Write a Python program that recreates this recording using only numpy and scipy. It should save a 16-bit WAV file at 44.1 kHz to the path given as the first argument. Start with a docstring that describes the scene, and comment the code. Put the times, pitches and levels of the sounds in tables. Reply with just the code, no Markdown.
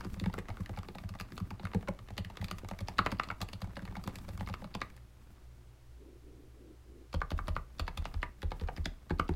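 """Fingers type on a mechanical keyboard lying on a cloth-covered desk, heard by a microphone at the desk.
They stop, and a low hoarse sound swells four times; then they tap single keys in threes.
Each stroke is a few plastic contacts (noise bursts ringing resonances) and a thump (a push ringing the case,
with slow swings of board and desk) that travels to the microphone treble first. Echoes of the room follow.
Throughout, hands brush as they work and a quiet room hums and hisses behind."""
import sys
import numpy as np
from scipy import signal
from scipy.fft import rfft, irfft
from scipy.io import wavfile
from scipy.ndimage import uniform_filter1d

SR = 44100
rng = np.random.default_rng(int(sys.argv[2]) if len(sys.argv) > 2 else 0)


def elevation(decibels):
    """Turn decibel levels (scalar or array-like) into linear amplitude ratios."""
    levels = np.asarray(decibels, float)
    return 10 ** (levels / 20)


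def materialize(psi):
    """Save the field psi as 16-bit PCM at rate SR to the path in sys.argv[1].

    A 1-D psi becomes a single channel; in a 2-D psi each row is a channel.
    """
    bounded = np.clip(np.atleast_2d(psi).T, -1, 1)
    quanta = np.round(bounded * 32767).astype(np.int16)
    wavfile.write(sys.argv[1], SR, quanta)


N = 412335  # length in samples


def evened(x):
    """Scales to rms 1."""
    return x / np.sqrt(np.mean(x ** 2) + 1e-20)


def read(points, hz):
    """Reads a table on a log-frequency axis."""
    f, value = np.transpose(points)
    return np.interp(np.log(hz + 1), np.log(f + 1), value)


def add(mix, times, sounds):
    """Lays each sound into the mix at its time in seconds."""
    for s, sound in zip(times, sounds):
        part = mix[round(s * SR):][:len(sound)]
        part += sound[:len(part)]


def mode(hz, ring_hz, t60):
    """Frequency response of one damped resonance, whose impulse response is a sine dying from 1."""
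    fade, turn = np.log(1000) / t60, 2 * np.pi * ring_hz
    return turn / ((2j * np.pi * hz + fade) ** 2 + turn ** 2) * SR


def ring(drive, modes, db, spread_db, extra=0):
    """Each row of drive rings the modes, each blow finding them a little differently; peaks end at db."""
    lag_s = .0025  # travel time of a 1 kHz bending wave through the case
    hz = np.fft.rfftfreq(drive.shape[1], 1 / SR)
    luck = rng.standard_normal((len(drive), len(modes)))
    body = extra
    for k, (f, gain_db, t60) in enumerate(modes):
        gain = elevation(gain_db + spread_db * luck[:, k, None])
        body = body + (-1) ** k * gain * mode(hz, f, t60)
    # the delay goes with 1 / sqrt(frequency), so the treble arrives first
    travel = np.exp(-4j * np.pi * lag_s * np.sqrt(1000 * hz))
    sound = irfft(rfft(drive) * body * travel, drive.shape[1])
    peak = np.sqrt(2 * uniform_filter1d(sound ** 2, size=60, axis=1).max(1))
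    return sound * (elevation(db) / peak)[:, None]


def coloured(points):
    """Steady noise of a given spectrum, rms 1."""
    spectrum = rfft(rng.standard_normal(N))
    return evened(irfft(spectrum * elevation(read(points, np.fft.rfftfreq(N, 1 / SR))), N))


def all_contacts():
    """The clear contacts, a leaf click before each lone firm one, and stray faint ones as both hands type."""
    # The clear plastic contacts of cap, stem and housing.
    # Each row: time in seconds, cap ring in dB, cap ring in Hz, housing clack in dB, stem tick in dB.
    clear = [(.0085,-35,920,-48,-52),(.0481,-39.5,1380,-46.5,-52),(.1423,-45,2150,-51,-53),(.199,-42,1720,-35.5,-46),(.2403,-37,1550,-50,-54),(.2602,-29.5,880,-41,-62),(.299,-39,900,-57,-70),(.3404,-31.5,1400,-46.5,-47.5),(0.3813,-37,1210,-64,-69),(.3875,-36,2080,-46,-48),(.456,-50,1660,-65,-73),(.4858,-38.5,1250,-57,-57.5),(.5022,-37,824,-50,-61),(.571,-41,1470,-52,-57),(.6068,-45,1150,-66,-54),(.661,-41,2010,-46,-52),(0.694,-47,2200,-66,-74),(.738,-46,1100,-62,-72),(.7749,-34.5,866,-52,-56),(.789,-43,1160,-45,-50.5),(.8323,-40.5,1270,-50.5,-58),(.8863,-38.5,900,-44.5,-55.5),(.9499,-47,1230,-47,-72),(.9849,-40.5,1540,-44,-55),(1.038,-46.5,2030,-54,-65),(1.092,-44,1270,-46.5,-49),(1.1399,-46,1710,-59,-62),(1.1511,-48,885,-62,-70),(1.1998,-33.5,1360,-42.5,-45),(1.2105,-39,2060,-37,-44),(1.3215,-46,2150,-48,-55),(1.3789,-34.5,1330,-40,-48.5),(1.402,-39.5,1200,-53,-52),(1.5062,-40.5,1260,-43.5,-53),(1.5964,-41,880,-47.5,-73),(1.6533,-31,1360,-44,-49),(1.6705,-40.5,1660,-60,-66),(1.717,-46,2200,-63,-68),(1.7349,-34.5,870,-44.5,-61),(1.7476,-34.5,860,-47.5,-71),(1.828,-45,890,-65,-73),(1.8756,-37,1130,-53,-66),(1.8835,-31,1020,-60,-75),(1.9903,-44.5,1600,-50,-64),(2.0866,-45.5,2290,-52,-61),(2.1045,-50,2230,-57,-66),(2.18,-35,1400,-31,-41.5),(2.248,-40.5,2140,-41.5,-52),(2.3002,-44,920,-56,-66),(2.3716,-38.5,1300,-38.5,-51),(2.4148,-42,2120,-46,-54),(2.444,-42,1270,-34.5,-43.5),(2.484,-47,2270,-41.5,-54),(2.5127,-30,1330,-33.5,-39),(2.5848,-45,1520,-47,-48),(2.6472,-39.5,890,-53,-58.5),(2.6877,-39.5,1200,-45,-44),(2.7127,-33.5,885,-52,-58),(2.7895,-41,1400,-42.5,-49),(2.8072,-47,1150,-45,-48),(2.885,-30,885,-34.5,-43),(2.9841,-26.5,1940,-30,-42.5),(2.9896,-14,1200,-26,-44),(3.063,-20,1290,-34,-42.5),(3.118,-35,1240,-37,-46.5),(3.1231,-33,920,-49,-67),(3.198,-18,1260,-33,-59),(3.2354,-38,1220,-36,-49),(3.2877,-40,1200,-44,-65),(3.3026,-25.5,1280,-50,-59),(3.3128,-35,885,-48,-58),(3.406,-42.5,1600,-49,-58),(3.4161,-34,1220,-31.5,-39),(3.4279,-35,835,-62,-44),(3.4883,-43.5,2130,-45,-51),(3.5327,-46,1440,-38.5,-48.5),(3.6184,-39,1160,-41,-50),(3.6438,-42,850,-63.5,-57),(3.7679,-35.5,980,-44.5,-65),(3.7928,-40.5,1360,-55,-61),(3.8533,-43.5,900,-44,-53.5),(3.8778,-42,1710,-62,-68),(3.924,-45,875,-57,-67),(3.954,-36.5,1450,-52,-58),(3.9674,-43,870,-46,-69),(4.0394,-44,1250,-46,-47.5),(4.0761,-31.5,980,-43.5,-43.5),(4.1572,-45.5,2260,-40.5,-43),(4.1865,-47,890,-46.5,-53),(4.2894,-42.5,860,-46,-51),(4.3767,-43.5,1530,-51,-48.5),(4.4086,-35.5,860,-49,-56),(4.4743,-35.5,1600,-49.5,-55),(4.4885,-40,1250,-46,-52),(4.499,-50,900,-45,-63),(4.5399,-30.5,1290,-38,-51),(4.6431,-40,1180,-46.5,-69),(4.7422,-51,2130,-42,-65),(4.7496,-36.5,940,-37.5,-61),(4.8167,-25,1730,-33.5,-65),(4.902,-53,1872,-56,-58.5),(4.966,-58,890,-62.5,-54),
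             (7.1298,-44,1224,-42.5,-57.5),(7.1399,-42,1260,-45,-63),(7.1468,-41,1190,-39,-66),(7.2167,-22,1200,-48,-65),(7.3057,-37,1280,-38,-48),(7.317,-35,880,-41,-58),(7.3895,-26.5,1200,-57,-74),(7.473,-46,1230,-47,-59),(7.4835,-38.5,1170,-52,-69),(7.4889,-46,1260,-40,-63),(7.5652,-23,1300,-48,-74.5),(7.7964,-30,1310,-31,-44),(7.8793,-28,970,-40.5,-55),(7.975,-37.5,1230,-34.5,-44),(8.0547,-29,955,-38,-66),(8.1415,-41.5,1180,-44.5,-61),(8.2301,-23.5,2010,-42,-54),(8.42,-42,2130,-45.5,-52),(8.4295,-36,860,-41,-55),(8.5179,-30.5,860,-41.5,-64),(8.5981,-52,2080,-45.5,-61),(8.611,-45,900,-49,-63),(8.6863,-30.5,825,-53,-70),(8.7649,-47,1200,-45,-63),(8.7745,-44,2220,-53,-58),(8.7794,-40.5,870,-63,-66),(8.8572,-31.5,2200,-29.5,-50),(9.097,-42,1190,-49,-59),(9.1056,-31.5,890,-44,-64),(9.1128,-51,900,-48,-64),(9.1973,-17,1200,-36,-47),(9.2917,-31.5,915,-48.5,-66),(9.338,-51,920,-53.5,-71)]
    rows = np.array(clear)
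    # a firm landing is announced by the stem passing its spring leaf
    firm_db, leaf_s = -36.5, 0.011
    leaf = (-65, 1255, -49.5, -64.5)  # cap ring in dB, cap ring in Hz, clack in dB, tick in dB
    lone = (np.diff(rows[:, 0], prepend=0) > 2 * leaf_s) & (rows[:, 1] > firm_db)
    leaves = np.c_[rows[lone, 0] - leaf_s, np.tile(leaf, (lone.sum(), 1))]

    span_s, count = (.2, 4.99), 45
    stray, spread_db = (-53.5, -60.5, -68), 2.5  # cap ring, clack and tick in dB
    when, octave = rng.random((count, 2)).T
    cap_db, clack_db, tick_db = (stray + spread_db * rng.standard_normal((count, len(stray)))).T
    strays = np.c_[np.interp(when, (0, 1), span_s), cap_db, 880 * 2 ** octave, clack_db, tick_db]
    return np.r_[rows, leaves, strays]


def contacts():
    """A slide, a burst of micro-impacts, then loose parts rattling out, ring cap, plate, housing and stem."""
    # What the plastic rings with. 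Each row: frequency in Hz, relative level in dB, t60 in seconds.
    plate = [(810, -18.5, .012), (970, -25, .1), (1200, -8.5, 0.018), (1600, -2.5, 0.008),
             (1984, -3, 0.0056), (2220, -13, .03), (2600, -9, 0.0033)]
    housing = [(2580, 0.5, 0.0021), (3080, 0, 0.0033), (3490, -1, 0.0034), (4320, 0.5, 0.0027),
               (4810, -3.5, 0.0028)]
    stem = [(5840, 3, 0.00076), (8080, 0.5, 0.002), (8460, 0, 0.00145), (10050, -8, 0.003),
            (12200, -5, 0.0012), (15300, -12, 0.00082)]
    lead = 512  # samples kept ahead of the landing
    slide_db, slide_s = -20, .003
    rattle_db, rattle_s, rattles_per_s = 6, 0.006, 2500
    s, cap_db, cap_hz, clack_db, tick_db = all_contacts().T
    t = (np.arange(4096) - lead) / SR
    grit = rng.standard_normal((len(s), len(t)))
    chance = rng.random((len(s), len(t)))
    after = np.maximum(t, 0)

    # the stem hisses in its guide before it lands
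    slide = grit * (t < 0) * elevation(slide_db) * np.exp(-abs(t) / slide_s)
    hits = (t > 0) * (chance < rattles_per_s / SR)
    rattle = grit * hits * elevation(rattle_db) * np.exp(-after / rattle_s)
    strike = grit * (t >= 0) * np.exp(-after / .0008)
    # a softer push for the heavy cap
    push = .2 * strike + .25 * slide + (t == 0) * 2 + .2 * rattle
    push = signal.lfilter([1], [1, -.65], push)

    # 60 dB down after 13.5 swings; rings above 1200 Hz die sooner
    ring_hz = cap_hz[:, None]
    cap_t60 = 13.5 / ring_hz * np.minimum(1200 / ring_hz, 1)
    cap = mode(np.fft.rfftfreq(len(t), 1 / SR), ring_hz, cap_t60)
    sounds = ring(push, plate, cap_db, 2.5, cap)
    sounds += ring(strike + slide + .65 * rattle, housing, clack_db, 1.5)
    sounds += ring(strike + slide + 0.73 * rattle, stem, tick_db, 0.83)
    out = np.zeros(N + lead)
    add(out, s - .002, sounds)  # early, to allow for the travel
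    return out[lead:]


def wave(t, hz, db, crest_s, sharp, start):
    """A slow-rising, dying swing."""
    swell = (t / crest_s * np.exp(1 - t / crest_s)) ** sharp
    return elevation(db) * swell * np.sin(2 * np.pi * (hz * t + start))


def blows():
    """The finger's weight knocks the case and swings the board and the desk, lower bending waves later."""
    # Blows into case and desk. Each row: time in seconds, case knock in dB, case knock in Hz,
    # board swing in dB, desk swing in dB (both swings before the gain in the swing tables).
    strokes = [(.051,-33,312,-42.5,-42),(0.165,-46,690,-43.5,-44),(.213,-33.5,320,-38,-35),(.26,-31.5,746,-30,-37),(.347,-44,754,-47,-48),(.38,-28,342,-43.5,-44),(0.491,-36.5,780,-52,-40),(0.596,-41,328,-39.5,-37),(0.694,-36.5,750,-48,-39.5),(.773,-40,760,-44.5,-39),(0.886,-39,374,-52,-54),(.954,-37.5,613,-48.5,-69.5),(1.036,-46,724,-44,-38),(1.096,-53,606,-48,-40),(1.152,-40.5,735,-67,-60),(1.199,-58,342,-45.5,-43),(1.32,-39.5,366,-47.5,-53),(1.405,-41,317,-37.5,-35.5),(1.511,-37,815,-46,-42),(1.601,-42,362,-53,-65),(1.632,-43,766,-40.5,-36.5),(1.747,-25,466,-29.5,-32.5),(1.827,-45,760,-57,-59.5),(1.886,-27,600,-36.5,-43),(1.996,-51.5,557,-71,-46.5),(2.106,-38.5,570,-54,-43.5),(2.169,-46,377,-70,-42),(2.184,-36,544,-41,-34.5),(2.247,-62,350,-48,-43),(2.302,-41,574,-57,-59),(2.394,-54,791,-44.5,-37),(2.424,-38.5,780,-41,-43),(2.515,-63,586,-43.5,-44),(2.633,-37,348,-52,-42),(2.712,-36,780,-42.5,-47),(2.807,-37,563,-44,-36),(2.885,-54,820,-49.5,-48.5),(2.989,-33,540,-37.5,-38.5),(3.063,-63,799,-46,-54),(3.124,-26.5,577,-40.5,-42),(3.273,-42,550,-54,-57),(3.302,-45,595,-49,-46),(3.408,-42,746,-42.5,-39),(3.531,-41.5,556,-49,-42),(3.619,-41.5,790,-41.5,-37.5),(3.673,-43,740,-49,-50),(3.772,-34.5,555,-47.5,-56),(3.822,-40.5,549,-43,-47),(3.873,-54,342,-55,-42),(3.911,-44,340,-48,-59.5),(3.968,-37.5,754,-42,-47.5),(4.057,-41,342,-44.5,-47),(4.077,-30,538,-46,-65),(4.156,-48,353,-49.5,-47.5),(4.283,-37.5,557,-59,-46),(4.332,-67.5,743,-49,-46),(4.376,-69,789,-53,-40.5),(4.408,-38.5,760,-42.5,-42),(4.496,-38.5,566,-43,-39),(4.62,-39,770,-49,-58),(4.644,-37,580,-46.5,-71),(4.751,-30,860,-42.5,-51),(4.82,-47,775,-57,-59),
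               (7.142,-28,593,-41,-28.5),(7.219,-57,730,-49,-46),(7.316,-30,600,-42,-29.5),(7.391,-42,775,-67,-41),(7.482,-28.5,620,-45.5,-29.5),(7.564,-37.5,770,-46.5,-43.5),(7.795,-32.5,630,-51,-31.5),(7.88,-43,770,-52,-49),(7.974,-38,805,-49,-31),(8.054,-53,760,-54,-53),(8.142,-38.5,504,-63,-31),(8.231,-45,724,-55,-46),(8.431,-33,440,-48,-29),(8.517,-38.5,754,-50.5,-44),(8.615,-34.5,436,-49,-31),(8.688,-40.5,780,-54,-57),(8.78,-35,442,-46.5,-30.5),(8.859,-31,760,-46,-42),(9.107,-22,299,-36,-30.5),(9.195,-23,320,-41.5,-34.5),(9.292,-22,320,-36.5,-28.5)]
    # What the case rings with. Each row: frequency in Hz, relative level in dB, t60 in seconds.
    case = [(264.7, -6, 0.016), (522, -6, 0.035), (824, -15.5, 0.021)]
    # Board, desk and slow sway, at the first and the second microphone place. Each row: frequency in Hz,
    # gain over the blow's swing in dB, seconds to the crest, sharpness (an exponent), start in turns.
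    near_swings = [(183, 5, .02, 6, .25), (95, 4, .028, 7, .75), (40, -2, .042, 3, .25)]
    moved_swings = [(160, 5, .022, 8, .4), (76, 0, .03, 4.5, .1), (37, 1, .046, 4, .3)]
    moved_s = 6  # the microphone changes place in the pause
    s, knock_db, knock_hz, *swing_db = np.transpose(strokes)
    # the sway follows the desk swing: dB at a -42.5 dB swing in each place, before its own table gain
    sway_db, sway_moved_db, slope_db_per_db, scatter_db = -45.5, -41, 0.55, 1.5
    sway = np.where(s > moved_s, sway_moved_db, sway_db) + slope_db_per_db * (swing_db[1] + 42.5)
    swing_db.append(sway + scatter_db * rng.standard_normal(len(s)))

    t = np.arange(8192) / SR
    roughness = 1 + .5 * rng.standard_normal((len(s), len(t)))
    push = (t / .001 * np.exp(1 - t / 0.0018)) * roughness
    # the knock is 60 dB down after 8 swings
    knock = mode(np.fft.rfftfreq(len(t), 1 / SR), knock_hz[:, None], 8 / knock_hz[:, None])
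    sounds = ring(np.diff(push, prepend=0), case, knock_db, 2.5, knock)
    for db, near, moved in zip(swing_db, near_swings, moved_swings):
        swing = np.where(s[:, None] > moved_s, wave(t, *moved), wave(t, *near))
        sounds += elevation(db)[:, None] * swing
    out = np.zeros(N)
    add(out, s - .003, sounds)  # early, to allow for the travel
    return out


def room(x, count=3):
    """Sparse reflections of random sign, each band dying at its own speed; keys in turn find other echoes."""
    # How long the room rings. Each row: frequency in Hz, t60 in seconds.
    decay = [(200, 0.24), (1000, 0.18), (4000, 0.28), (12000, 0.057)]
    # Colour of the reflections. Each row: frequency in Hz, relative level in dB.
    colour = [(120, 2.5), (400, 6), (1800, -3.5), (5000, -8.5), (12000, 7.5)]
    taps = np.zeros((count, SR // 2))
    at = np.arange(440, SR // 2 - 20, 20)  # samples: from 10 ms on, one in every 20
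    at = at + rng.integers(0, 20, (count, len(at)))
    np.put_along_axis(taps, at, rng.choice([-1., 1.], at.shape), 1)
    hz, t, z = signal.stft(taps, SR, nperseg=256)
    fade_db = read(colour, hz)[:, None] - 60 * t / read(decay, hz)[:, None]
    tails = signal.istft(z * elevation(fade_db), SR, nperseg=256)[1]
    # the sound passes round the echo patterns 37 times a second at constant total power
    turn = 2 * np.pi * (37 * np.arange(N) / SR + np.arange(count)[:, None] / count)
    shares = np.sqrt(2 / count) * np.cos(turn / 2)
    echoes = signal.fftconvolve(x * abs(shares), tails / np.linalg.norm(tails[0]), axes=1)
    return echoes[:, :N].sum(0)


def hoarse():
    """Rough noise grains in one low resonance that swells and fades."""
    # Swells. Each row: start in seconds, crest in seconds, end in seconds, crest level in dB.
    swells = [(5.96, 6.057, 6.22, -55.5), (6.177, 6.33, 6.56, -57), (6.5, 6.664, 6.8, -56),
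              (6.798, 6.969, 7.1, -58.5)]
    centre_hz, shape = 337, 0.74
    t = np.arange(N) / SR
    roughness_db = 1.2 * evened(uniform_filter1d(rng.standard_normal(N), 300))
    grains = rng.standard_normal(N) * elevation(roughness_db)
    # shift the resonance down to 0 Hz, smooth with three equal poles, shift back
    turn, pole = np.exp(2j * np.pi * centre_hz * t), np.exp(-np.pi * 260 / SR)
    band = (turn * signal.lfilter([1], np.poly([pole] * 3), grains / turn)).real
    level = 0
    for start, crest, end, db in swells:
        rise = np.interp(t, (start, crest, end), (0, 1, 0))
        level = level + elevation(db) * np.sin(np.pi / 2 * rise) ** (2 * shape)
    return evened(band) * level


def hands():
    """Grainy brushing, small nudged caps and a lumpy desk rumble while the hands work."""
    # Skin and sleeves brushing caps and cloth. Each row: time in seconds, level of the brushing in dB.
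    work = [(0, -51), (.15, -60), (1.72, -64), (2.18, -69.5), (2.42, -60), (3.62, -64), (3.98, -59),
            (4.71, -62), (4.94, -67), (5.1, -73), (5.22, -67.5), (5.6, -74.5), (5.8, -86), (7.001, -88.5),
            (7.392, -65), (7.72, -70), (8.05, -59.5), (8.33, -73.5), (8.68, -60.5), (9.1, -71), (9.35, -61)]
    # fingertips nudge loose caps, wrists rock the desk; dB over the brushing
    scuffs_per_s, scuff_db, rumble_db = 90, -3, 8
    s, db = np.transpose(work)
    patches = elevation(3 * evened(uniform_filter1d(rng.standard_normal(N), 700)))
    # spectra in (Hz, dB)
    brush = coloured([(150, 9.0), (500, -6), (1200, -4.5), (4500, -23.5), (15000, -43)])
    nudges = rng.random(N) < scuffs_per_s / SR
    nudges = nudges * elevation(4 * np.minimum(rng.exponential(1, N), 3))
    nudge_fade = np.exp(-np.arange(600) / 90)
    scuffs = evened(signal.oaconvolve(nudges, nudge_fade)[:N] * brush)
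    lumps = elevation(5 * evened(uniform_filter1d(rng.standard_normal(N), 2000)))
    rocking = coloured([(20, 0), (60, 0.5), (100, 0), (140, -9.5), (185, -3.0), (300, -14), (600, -41.5)])
    rumble = evened(rocking * lumps)
    hands_sound = evened(brush * patches) + elevation(scuff_db) * scuffs + elevation(rumble_db) * rumble
    return hands_sound * elevation(np.interp(np.arange(N) / SR, s, db))


def background():
    """Room air and microphone hiss as shaped noise, with a slightly wavering hum of sines."""
    # Mains hum. Each row: frequency in Hz, level in dB before a lift of 3.5 dB.
    hum_tones = [(59.2, -58), (118.4, -65.5), (296.1, -80.5), (360.7, -78)]
    # Spectrum of air and hiss. Each row: frequency in Hz, relative density in dB per Hz.
    air = [(20, -6.5), (45, -18.5), (64, -7), (90, -16.5), (125, -10.5), (170, -34), (340, -28),
           (500, -29.5), (1260, -35.5), (5000, -43), (15500, -50.5)]
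    air_db = -59.5  # rms
    t = np.arange(N) / SR
    hum = 0
    for hz, db in hum_tones:
        waver_db = 2 * evened(uniform_filter1d(rng.standard_normal(N), 6000))
        hum = hum + elevation(db + 3.5 + waver_db) * np.sin(2 * np.pi * (hz * t + rng.random()))
    return hum + elevation(air_db) * coloured(air)


def scene():
    """Keys with their room, over the quiet sounds."""
    keys = contacts() + blows()
    thinned = signal.lfilter(*signal.butter(2, 250, "high", fs=SR), keys)
    echoes = elevation(-14.5) * room(thinned)
    return (keys + echoes + hands() + hoarse() + background())[None]


def low_pass(x):
    """Removes everything above the highest recorded frequency."""
    return signal.sosfilt(signal.butter(12, 16500, fs=SR, output="sos"), x)


def record(dry):
    """The microphone chain ends the treble at 16 kHz with a steep linear-phase filter."""
    edge = signal.firwin(255, 16000, window=("kaiser", 8), fs=SR)
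    mix = signal.oaconvolve(dry, edge[None], "same")
    return low_pass(mix)


dry = scene()
out = record(dry)
materialize(out)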